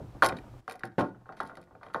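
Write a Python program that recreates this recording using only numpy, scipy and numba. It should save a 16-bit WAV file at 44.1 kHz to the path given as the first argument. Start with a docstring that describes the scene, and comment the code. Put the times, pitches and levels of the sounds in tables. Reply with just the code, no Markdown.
"""Ratchet in an engine bay

A hand ratchet with a long extension works a nut, close to a small microphone in a garage. Each knock of the
drive is a short pop that excites damped modes of the bodywork; some also set the large panels booming.
Loose steel parts tick and scrape as rapid impacts on the modes of the tool, and faint contacts rattle.
One heavy thud overloads the microphone; a brief reverberation, noise and a hum fill the garage.
The playback volume is turned down part-way, over a steady hiss."""
import sys
import numpy as np
from scipy import signal
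from scipy.fft import rfft, irfft
from scipy.io import wavfile
from numba import njit

SR = 44100
rng = np.random.default_rng(int(sys.argv[2]) if len(sys.argv) > 2 else 0)


def store_wav(level_fs):
    """Save 16-bit WAV to argv[1]."""
    pcm = np.round(np.clip(np.atleast_2d(level_fs), -1, 1) * 32767)
    wavfile.write(sys.argv[1], SR, pcm.T.astype(np.int16))


N = 88200  # samples: two seconds

# Blow levels apply before tilt, favour and scatter; mode levels are relative within a set.
# Knocks of the drive. Each row: start in seconds, peak of the pop's envelope in dB, pop frequency in Hz,
# bodywork level in dB, bodywork tilt in dB per octave, frequency the struck spot favours in Hz, favour in dB.
KNOCKS = [(0.001, -36, 535, -45.5, -10, 567, 22), (0.147, -55, 920, -47, -7.5, 750, 2),
          (0.2228, -5, 1427, -16.5, 2.5, 519, 5.5), (0.2267, -9, 1230, -18, 4.5, 1177, 6),
          (0.2321, -14, 1440, -22, 3.5, 1440, 4), (0.2500, -16, 930, -25.5, -0.5, 560, -5),
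          (0.2930, -28, 1440, -33, -4.5, 750, 10.5), (0.3230, -29.5, 1360, -37.5, -6.5, 1440, 1),
          (0.6789, -9.5, 1342, -20, 0.5, 748, 13), (0.7100, -21.5, 1440, -25.5, 5, 1420, 1),
          (0.7500, -59, 770, -36.5, -1.5, 748, 19.5), (0.8070, -32, 1520, -38.5, 9, 748, 10),
          (0.8349, -7, 1542, -22.5, -4.5, 770, 18.5), (0.9820, 8.5, 358, -3.5, -2, 510, -1),
          (0.9900, -4, 966, -11.5, 2, 1074, 4), (1.0070, -2, 976, -10.5, 0.5, 604, 17),
          (1.1470, -31.5, 1370, -36.5, -1, 750, 7.5), (1.2100, -45, 1513, -42, 0, 1440, -1),
          (1.2570, -29.5, 1430, -36, 1.5, 750, 3), (1.2910, -17, 1280, -25.5, -2, 770, 9),
          (1.3230, -25.5, 1440, -34.5, 6.5, 750, 14), (1.371, -29.5, 1440, -33, -2, 750, -7),
          (1.402, -2.5, 1325, -15, 3.5, 1060, -1), (1.4370, -24.5, 1350, -26.5, -4.5, 1440, 11),
          (1.4960, -20, 1300, -27.5, 2, 1340, 12), (1.5170, -24, 1326, -32, -2, 750, -4),
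          (1.5720, -23.5, 1400, -25.5, -2, 750, 0), (1.6730, -42, 1800, -40.5, -1, 1840, 4),
          (1.7090, -36.5, 1200, -36.5, -2.5, 560, 4), (1.7510, -28.5, 1340, -37, -4.5, 750, 11),
          (1.8120, -32, 1190, -33.5, 1, 1190, 4), (1.83, -23, 1410, -28.5, 3.5, 750, 3.5),
          (1.8640, -26, 1170, -27, -2, 480, 3), (1.9000, -26.5, 1280, -37.5, 7, 750, 3),
          (1.9450, -1.5, 1310, -11, 1, 900, 6), (1.9590, -6.5, 904, -29, -3.5, 770, -3),
          (1.9910, -39, 900, -25.5, -6.5, 480, 0)]
POP_PEAK_S, POP_SHARPNESS = .0013, 3.6
# Clear modes of the bodywork. Each row: frequency in Hz, level in dB, decay by 60 dB in seconds.
BODY_MODES = [(470.3, -7, 0.13), (531, -5, 0.11), (578.3, -2, 0.043), (604.3, -8, 0.12), (680, -10.5, .15),
              (747.2, 0, 0.097), (781.2, -3, 0.099), (896.4, -5.5, 0.2), (936.5, -4, 0.084),
              (1081.7, -3.5, 0.17), (1189, -6, 0.13), (1376, -12.5, .11), (1453, -9, 0.27), (1577, -9, .1),
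              (1690, -21.5, 0.065), (1940, -13.5, 0.089)]
# Outline of the dense modes among them. Each row: frequency in Hz, level in dB, decay by 60 dB in seconds.
BODY_DENSE = [(80.22, -32, 0.25), (170, -24.5, 0.5), (323, -18, 0.32), (604, -9, 0.21), (1160, -17, 0.18),
              (1760, -18.5, 0.15), (2360, -26, 0.05), (3500, -30, 0.082), (5000, -38, 0.047),
              (6742, -50.5, 0.028)]
BODY_RISE_S, BODY_DETUNE = 0.0018, 0.0079  # detuning as a fraction of frequency
BODY_CLEAR_SCATTER_DB, BODY_DENSE_SCATTER_DB = 1, 5.5  # change from blow to blow
SPOT_OCTAVES = .07  # distance at which a spot's favour falls to 1/e

# Booms of the large panels. Each row: start in seconds, level in dB, tilt in dB per octave.
BOOMS = [(0.001, -42, -9), (0.148, -54, 11), (0.223, -37.5, 17), (0.251, -35.5, -10.5), (0.292, -44, -4),
         (0.838, -27.5, -7), (0.854, -34.5, 12), (0.982, -5, 6), (1.029, -14.5, -1), (1.405, -35.5, 10),
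         (1.944, -26.5, 10)]
# Modes of the large panels. Each row: frequency in Hz, level in dB, decay by 60 dB in seconds.
PANEL_MODES = [(90.8, -21, 0.1), (111.7, -4, 0.3), (123.5, -2, 0.59), (164.8, -10.5, 0.35),
               (202, -6.5, 0.29), (231.4, 3.5, 0.24), (278.7, 5, 0.17), (318.6, 0.5, 0.24),
               (359.6, 1.5, 0.1)]
PANEL_RISE_S = 0.0026

# Ticks of loose steel parts. Each row: start in seconds, level in dB, tilt in dB per octave,
# frequency the struck spot favours in Hz, favour in dB.
TICKS = [(0.2228, -32.5, -2, 4380, 10), (0.244, -27.5, -0.5, 2394, 8), (0.253, -32, 0, 4770, 10),
         (0.2604, -26, 1.5, 3784, -2), (0.268, -46, 9, 1972, 4), (0.2868, -35, 0.5, 4800, 6),
         (0.293, -43.5, -9.5, 2394, 4), (0.323, -49, -14.5, 3784, 6), (0.367, -48.5, -5, 3784, 8),
         (0.386, -53.5, -4, 2394, 7.5), (0.678, -33.5, -3.5, 4450, 5), (0.697, -29, 0, 2394, 6),
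         (0.7102, -31, 1, 2394, 11), (0.721, -33, 3.5, 1960, 11), (0.727, -44, 6.5, 8860, 3),
         (0.739, -42, -7, 2394, 5), (0.755, -43, 4, 5500, 3), (0.7933, -39.5, 1.5, 1972, 9),
         (0.835, -30.5, -8.5, 1960, 6), (0.853, -37.5, 5, 4770, 6), (0.918, -54, -9, 4430, 9),
         (1.008, -24, -6.5, 2394, 1), (1.324, -46, -6, 4393, 9), (1.349, -56, -8, 2394, 7),
         (1.4033, -28.5, -2, 4393, 8), (1.431, -41.5, 3, 4770, 6), (1.454, -49, 5, 8860, -1),
         (1.464, -43.5, -5, 4393, 9), (1.4733, -42.5, 3.5, 4770, 7), (1.553, -43.5, 0.5, 1972, 13),
         (1.5697, -39.5, -1, 4370, 14), (1.614, -48.5, 3, 4750, 7), (1.627, -49.5, -5, 4750, 10),
         (1.6375, -50, -1, 4800, 5), (1.752, -58.5, -6, 2394, 10), (1.8313, -40, -8.5, 4393, 10.5),
         (1.865, -45, -6.5, 3185, 9), (1.885, -54.5, -11, 2394, 13), (1.945, -36.5, -1, 3185, 16),
         (1.9598, -41, -6, 3784, -4)]
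# Clear modes of ratchet and extension. Each row: frequency in Hz, level in dB, decay by 60 dB in seconds.
TOOL_MODES = [(1950, 5.5, 0.019), (2388, 3.5, 0.013), (3202, -6, 0.035), (3770, -4.5, 0.048),
              (4340, -3, 0.027), (4683, -6, 0.022), (5390, -14, 0.087), (7310, -12, 0.046),
              (8720, -3.5, 0.017), (10950, -5, 0.025), (11510, -8, 0.015)]
# Outline of the tool's short dense modes. Each row: frequency in Hz, level in dB, decay by 60 dB in seconds.
TOOL_DENSE = [(1633, -12, .02), (2330, -10, 0.0074), (4500, -8, 0.026), (6360, -10, 0.027),
              (8000, -25.5, 0.012), (9000, -8.5, 0.032), (11500, -4, .014), (12800, -14.5, .014),
              (15130, -16, .014)]
TOOL_SCATTER_DB, TOOL_DETUNE, TOOL_RISE_S = 3, 0.018, 0.00011
CHATTER_S = .0012  # longest gap between the contacts of one tick

# Steel sliding on steel. Each row: start in seconds, length in seconds, level in dB.
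SCRAPES = [(0.221, .05, -33.5), (0.279, .022, -46), (0.361, .035, -62), (0.675, .09, -43),
           (0.831, 0.045, -42), (0.979, .043, -29.5), (1.022, .08, -48.5), (1.254, .1, -61.5),
           (1.362, .155, -46), (1.516, .13, -63), (1.825, .1, -55.5), (1.929, .07, -44)]
SCRAPE_PER_S, SCRAPE_SPREAD_DB, SCRAPE_TILT_DB = 900, 2.1, -3.5  # tilt per octave
SCRAPE_RISE_S, SCRAPE_FADE_DB = 0.0057, 11  # the fade is complete at the end of a slide

RATTLE_PER_S, RATTLE_DB, RATTLE_SPREAD_DB = 80, -59.5, 5.5  # faint random nudges
RATTLE_T60_S = .04  # longest decay, damped by the hand

ROOM_DB, ROOM_DELAY_S, ROOM_SPLIT_HZ = -16, 0.0068, 2500
ROOM_T60_S, ROOM_TREBLE_T60_S = 0.27, 0.11

# Spectrum of the garage noise. Each row: frequency in Hz, relative density in dB per Hz.
GARAGE = [(15, -57.5), (25, -4), (119, -5), (178, -22.5), (289, -8), (469, -27), (782, -19.5), (848, -24),
          (1410, -29), (1950, -35.5), (15500, -53.5)]
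GARAGE_DB, HUM_HZ, HUM_WIDTH_HZ, HUM_DB = -51, 117, 14, -55

CLIP, CLIP_KNEE = .66, 7  # limiting amplitude, and hardness of the approach to it
TURN_DOWN_S, TURN_DOWN_DB = .605, -15.5
# Spectrum of the hiss. Each row: frequency in Hz, relative density in dB per Hz.
HISS = [(20, -10), (60, -17.5), (400, -17.5), (3000, -36.5), (13000, -46), (15000, -52.5)]
HISS_DB, TOP_HZ = -71.5, 15500


def undb(db):
    """Decibels are a logarithmic ratio; return the amplitude ratio."""
    return 10 ** (np.asarray(db) / 20)


@njit
def ring(n, starts, gains, poles, rise):
    """Superposition of damped modes: each blow swells every mode in, and it runs until it has died away."""
    out = np.zeros(n)
    for e in range(len(starts)):
        for m in range(gains.shape[1]):
            z, p, r = gains[e, m], poles[e, m], 1.
            stop = min(n, starts[e] + int(-8. / np.log(abs(p))))
            for i in range(starts[e], stop):
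                out[i] += z.imag * (1 - r)
                z *= p
                r *= rise
    return out


def strike(t, db, tilt_db, modes, pivot_hz, scatter_db, detune, rise_s, spot_db=0):
    """Modal excitation: each blow gives every mode a random strength, phase and slight detuning."""
    hz, mode_db, t60 = modes
    chance = rng.standard_normal((len(t), 3 * len(hz))).reshape(len(t), 3, -1)
    tilt = np.reshape(tilt_db, (-1, 1)) * np.log2(hz / pivot_hz)
    gain = undb(db[:, None] + mode_db + spot_db + tilt + scatter_db * chance[:, 0])
    gain = gain / np.sqrt(np.sum(undb(mode_db) ** 2))
    gain = gain * np.exp(2j * np.pi * chance[:, 2])
    turn = 2j * np.pi * hz * (1 + detune * chance[:, 1]) / SR
    decay = np.log(1000) / (np.maximum(t60, .004) * SR)
    starts = (t * SR).astype(np.int64)
    return ring(N, starts, gain, np.exp(turn - decay), np.exp(-1 / (rise_s * SR)))


def modes_of(clear, dense, count):
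    """Modal density: a few clear modes stand in a crowd spread over log frequency."""
    hz, db, t60 = np.array(dense).T
    f = np.linspace(np.log(hz[0]), np.log(hz[-1]), num=count)
    f = f + 0.01463 * rng.standard_normal(count)
    crowd = [np.exp(f), np.interp(f, np.log(hz), db), np.interp(f, np.log(hz), t60)]
    return np.hstack([np.array(clear).T, crowd])


def favour(modes, clear, spot_hz, spot_db):
    """The point of excitation weights the modes: clear ones near one frequency are changed most."""
    near = np.exp(-(np.log2(modes[0] / spot_hz[:, None]) / SPOT_OCTAVES) ** 2)
    is_clear = np.arange(modes.shape[1]) < len(clear)
    return is_clear * spot_db[:, None] * near


def knocks(body):
    """Impact and resonance: a pop of a few cycles, with the modes of the bodywork swelling in behind it."""
    t, pop_db, pop_hz, body_db, tilt_db, spot_hz, spot_db = np.array(KNOCKS).T
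    pops, u = np.zeros(N + 600), np.arange(600) / SR
    envelope = (u / POP_PEAK_S * np.exp(1 - u / POP_PEAK_S)) ** POP_SHARPNESS
    for start, db, hz in zip(t, pop_db, pop_hz):
        i = int(start * SR)
        pops[i:i + 600] += undb(db) * envelope * np.sin(2 * np.pi * hz * u)
    clear = np.arange(body.shape[1]) < len(BODY_MODES)
    scatter_db = np.where(clear, BODY_CLEAR_SCATTER_DB, BODY_DENSE_SCATTER_DB)
    spot = favour(body, BODY_MODES, spot_hz, spot_db)
    ringing = strike(t, body_db, tilt_db, body, 800., scatter_db, BODY_DETUNE, BODY_RISE_S, spot)
    return pops[:N] + ringing


def booms():
    """Low modes of large plates: the big panels swell in more slowly than the bodywork and hum low."""
    t, db, tilt_db = np.array(BOOMS).T
    return strike(t, db, tilt_db, np.array(PANEL_MODES).T, 220.0, 2.15, 0.021, PANEL_RISE_S)


def ticks(tool):
    """Contact chatter: each tick is three quick contacts that ring the tool."""
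    t, db, tilt_db, spot_hz, spot_db = np.repeat(np.array(TICKS), 3, axis=0).T
    gaps = rng.random((len(TICKS), 3))
    t = t + CHATTER_S * gaps.cumsum(axis=1).ravel() - CHATTER_S / 2
    spot = favour(tool, TOOL_MODES, spot_hz, spot_db)
    return strike(t, db, tilt_db, tool, 4100.0, TOOL_SCATTER_DB, TOOL_DETUNE, TOOL_RISE_S, spot)


def scrapes(tool):
    """Friction as a dense train of tiny random impacts while the parts slide."""
    chance = rng.random((int(SCRAPE_PER_S * N / SR), 2))
    t, db = chance[:, 0] * N / SR, np.full(len(chance), -np.inf)
    for start, length, scrape_db in SCRAPES:
        now = (t > start) & (t < start + length)
        since = t[now] - start
        onset_db = 20 * np.log10(1 - np.exp(-since / SCRAPE_RISE_S))
        db[now] = scrape_db - SCRAPE_FADE_DB * since / length + onset_db
    db = db - SCRAPE_SPREAD_DB * np.log(chance[:, 1])
    on = np.isfinite(db)
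    return strike(t[on], db[on], SCRAPE_TILT_DB, tool, 3500.0, TOOL_SCATTER_DB, .03, TOOL_RISE_S)


def rattle(body):
    """Added damping: hands and tool shift softly against the metal all the time and shorten its ringing."""
    chance = rng.random((int(RATTLE_PER_S * N / SR), 2))
    db = RATTLE_DB - RATTLE_SPREAD_DB * np.log(chance[:, 1])
    # every second mode of the bodywork
    held = np.vstack([body[:2, ::2], np.minimum(body[2, ::2], RATTLE_T60_S)])
    return strike(chance[:, 0] * N / SR, db, -2.5, held, 560.0, 3.5, 0.03, BODY_RISE_S)


def room(x):
    """Reverberation: the garage answers with a short diffuse decay that loses its treble first."""
    u, noise = np.arange(SR // 2) / SR, rng.standard_normal(SR // 2)
    low = signal.lfilter(*signal.butter(2, ROOM_SPLIT_HZ, fs=SR), noise)
    tail = low * undb(-60 * u / ROOM_T60_S) + (noise - low) * undb(-60 * u / ROOM_TREBLE_T60_S)
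    tail = tail * (u > ROOM_DELAY_S)
    return signal.fftconvolve(x, tail * undb(ROOM_DB) / np.sqrt(np.sum(tail ** 2)))[:N]


def level(x, db):
    """Effective value: scale a signal to a root-mean-square level."""
    return x * undb(db) / np.sqrt(np.mean(x ** 2))


def coloured(table):
    """Spectral shaping: white noise is weighted by the given spectrum."""
    hz, db = np.array(table).T
    f = np.maximum(np.arange(N // 2 + 1) * SR / N, 1)
    weight = undb(np.interp(np.log(f), np.log(hz), db))
    return irfft(rfft(rng.standard_normal(N)) * weight, N)


def garage():
    """Narrow-band noise fluctuates: an unsteady mains hum stands in broad room noise."""
    resonance = signal.iirpeak(HUM_HZ, HUM_HZ / HUM_WIDTH_HZ, fs=SR)
    hum = signal.lfilter(*resonance, rng.standard_normal(N))
    return level(coloured(GARAGE), GARAGE_DB) + level(hum, HUM_DB)


def scene():
    """Superposition of the near sources, their reverberation and the garage."""
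    body = modes_of(BODY_MODES, BODY_DENSE, count=90)
    tool = modes_of(TOOL_MODES, TOOL_DENSE, count=30)
    near = knocks(body) + booms() + ticks(tool) + scrapes(tool) + rattle(body)
    return (near + room(near) + garage())[None]


def record(dry):
    """Saturation with a tight knee; the volume then steps down over a steady hiss, and the top is cut."""
    step = np.clip((np.arange(N) / SR - TURN_DOWN_S) / 0.008, 0, 1)
    gain = undb(TURN_DOWN_DB * step)
    hiss = level(coloured(HISS), HISS_DB)
    clipped = dry / (1 + np.abs(dry / CLIP) ** CLIP_KNEE) ** (1 / CLIP_KNEE)
    top_cut = signal.ellip(8, .2, 70, TOP_HZ, fs=SR, output="sos")
    return signal.sosfilt(top_cut, gain * clipped + hiss)


dry = scene()
out = record(dry)
store_wav(out)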